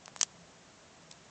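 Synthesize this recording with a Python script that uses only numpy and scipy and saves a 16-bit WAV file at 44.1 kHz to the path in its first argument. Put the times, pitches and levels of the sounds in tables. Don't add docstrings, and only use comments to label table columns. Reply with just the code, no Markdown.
import sys
import numpy as np
from scipy import signal
from scipy.fft import rfft, irfft, next_fast_len
from scipy.io import wavfile

SR = 44100
rng = np.random.default_rng(int(sys.argv[2]) if len(sys.argv) > 2 else 0)


def output_pcm(signal):
    pcm = np.clip(np.atleast_2d(signal).T, -1, 1) * 32767
    wavfile.write(sys.argv[1], SR, np.round(pcm).astype(np.int16))


N = 57330

# (frequency [Hz], relative density [dB])
HISS_SPECTRUM = [(25, -23), (65, -7.5), (110, -5.5), (170, -3.5), (330, -5.5), (600, -6), (900, -8),
                 (2100, -13), (4500, -16), (7100, -14.5), (8200, -18.5), (9400, -32)]
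# (frequency [Hz], relative density [dB])
WHIR_SPECTRUM = [(520, -30), (620, -7), (660, 2.5), (700, -10.5), (850, -47)]
# (frequency [Hz], relative density [dB])
HUM_SPECTRUM = [(90, -42.5), (135, -10), (162, -4), (195, -6.5), (280, -43.5)]
# (time [s], level [dB])
HUM_LEVELS = [(0, -74), (.18, -66), (.34, -63), (.38, -61), (.435, -59), (.465, -72.5), (.95, -69.5),
              (1.03, -66), (1.3, -66)]
# (time [s], level [dB])
GRIT_SLIPS = [(0.0570, -48), (0.1733, -44.5), (0.183, -53), (0.1930, -45), (0.2006, -47), (0.2070, -44),
              (0.2105, -37.5), (0.2428, -51)]
# (frequency [Hz], relative density [dB])
GRIT_SPECTRUM = [(300, -32.5), (1200, -16), (2000, -13.5), (3000, -9), (5200, -1), (6800, -2), (8000, -5.5),
                 (9200, -19)]
# (time [s], level [dB], pitch [ratio], tilt [dB/octave],
# relative splinter level [dB], relative thud level [dB], thud centre [Hz])
BRITTLE_SNAPS = [(0.0588, -33, .92, -2, -18, -11, 1400), (0.2128, -7.5, 0.956, 1.5, -17.5, -12, 1170),
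                 (0.2307, -6.5, 1.026, 0, -19.5, -16.5, 668), (1.1131, -36.5, 1.2, -4, -6.5, -7, 2000),
                 (1.115, -39.5, 1.04, -1, -10, -3, 2000), (1.1250, -41, 0.78, 3, -4.5, -16, 2000)]
# (base frequency [Hz], relative level [dB], 60 dB decay time [s])
BRITTLE_MODES = [(1960, -25.5, 0.0021), (3048, -10.5, 0.008), (4490, -25, 0.0027), (6030, -1.5, 0.0027),
                 (6540, 3, .003), (7260, -13, 0.0028)]
# (frequency [Hz], relative density [dB])
GROUND_SPECTRUM = [(200, -20.5), (700, -11), (1300, -14), (2000, -8.5), (3500, -7), (4800, -5), (6000, 0.5),
                   (7500, -2.5), (9000, -8)]
# (time [s], level [dB], relative edge level [dB])
DULL_TAPS = [(0.0800, -28.5, -11), (0.1624, -26.5, -3.5)]
# (frequency [Hz], gain [dB])
MIC_RESPONSE = [(7600, 0), (8200, -4.5), (8700, -13), (9300, -35)]

ATTACK_S = 0.00018
BAND_LIMIT_HZ = 9430


def amp(db):
    return 10 ** (np.asarray(db) / 20)


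def clock():
    return np.arange(N) / SR


def gain_at(curve, hz):
    curve_hz, curve_db = np.transpose(curve)
    return amp(np.interp(np.log(hz + 1), np.log(curve_hz + 1), curve_db))


def filtered(x, response):
    size = next_fast_len(N + SR // 2)
    hz = np.fft.rfftfreq(size, 1 / SR)
    return irfft(rfft(x, size) * response(hz) * (hz < BAND_LIMIT_HZ), size)[:N]


def noise(spectrum):
    x = filtered(rng.standard_normal(N), lambda hz: gain_at(spectrum, hz))
    return x / x.std()


def fade(t, t60):
    return np.exp(-np.log(1000) * t / t60)


def burst(at, rise_s, fall_s):
    t = clock() - at
    return fade(np.maximum(-t, 0), rise_s) * fade(np.maximum(t, 0), fall_s)


def background(hiss_db=-58, whir_db=-72.5):
    hum_db = np.interp(clock(), *np.transpose(HUM_LEVELS))
    hiss = amp(hiss_db) * noise(HISS_SPECTRUM)
    whir = amp(whir_db) * noise(WHIR_SPECTRUM)
    return hiss + whir + amp(hum_db) * noise(HUM_SPECTRUM)


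def crackle():
    envelope = sum(amp(db) * burst(at, rise_s=0.0014, fall_s=0.018) for at, db in GRIT_SLIPS)
    return envelope * noise(GRIT_SPECTRUM)


def thud(at, centre_hz, width_ratio=0.89, low_cut_hz=200):
    def response(hz):
        damping = 1j * hz * centre_hz * width_ratio
        low_cut = (1j * hz / (low_cut_hz + 1j * hz)) ** 2
        return low_cut * damping / (centre_hz ** 2 - hz ** 2 + damping)
    push = filtered(signal.unit_impulse(N, round(at * SR)), response)
    return -push / np.abs(push).max()


def ring(at, pitch, tilt_db):
    t = np.maximum(clock() - at, 0)
    main_hz = max(BRITTLE_MODES, key=lambda mode: mode[1])[0]
    modes = np.zeros(N)
    for hz, db, t60 in BRITTLE_MODES:
        gain = amp(db + tilt_db * np.log2(hz / main_hz))
        modes += gain * fade(t, t60) * np.sin(2 * np.pi * hz * pitch * t)
    attack = 1 - np.exp(-(t / ATTACK_S) ** 2)
    return attack * modes


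def ground_scatter(at):
    early = amp(-21) * burst(at, ATTACK_S, fall_s=0.016)
    late = amp(-33.5) * burst(at, ATTACK_S, fall_s=0.072)
    return (early + late) * noise(GROUND_SPECTRUM)


def snaps(thud_lead_s=0.0004):
    out = np.zeros(N)
    for at, db, pitch, tilt_db, splinter_db, thud_db, thud_hz in BRITTLE_SNAPS:
        splinters = amp(splinter_db) * noise(GRIT_SPECTRUM) * burst(at, rise_s=0.0059, fall_s=0.012)
        push = amp(thud_db) * thud(at - thud_lead_s, thud_hz)
        out += amp(db) * (push + splinters + ring(at, pitch, tilt_db) + ground_scatter(at))
    return out


def taps():
    out = np.zeros(N)
    for at, db, edge_db in DULL_TAPS:
        edge = amp(edge_db) * ring(at, pitch=1.185, tilt_db=0)
        out += amp(db) * (thud(at, centre_hz=885) + edge + ground_scatter(at))
    return out


def scene():
    return (snaps() + taps() + crackle() + background())[None]


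def record(dry):
    return np.array([filtered(channel, lambda hz: gain_at(MIC_RESPONSE, hz)) for channel in dry])


dry = scene()
out = record(dry)
output_pcm(out)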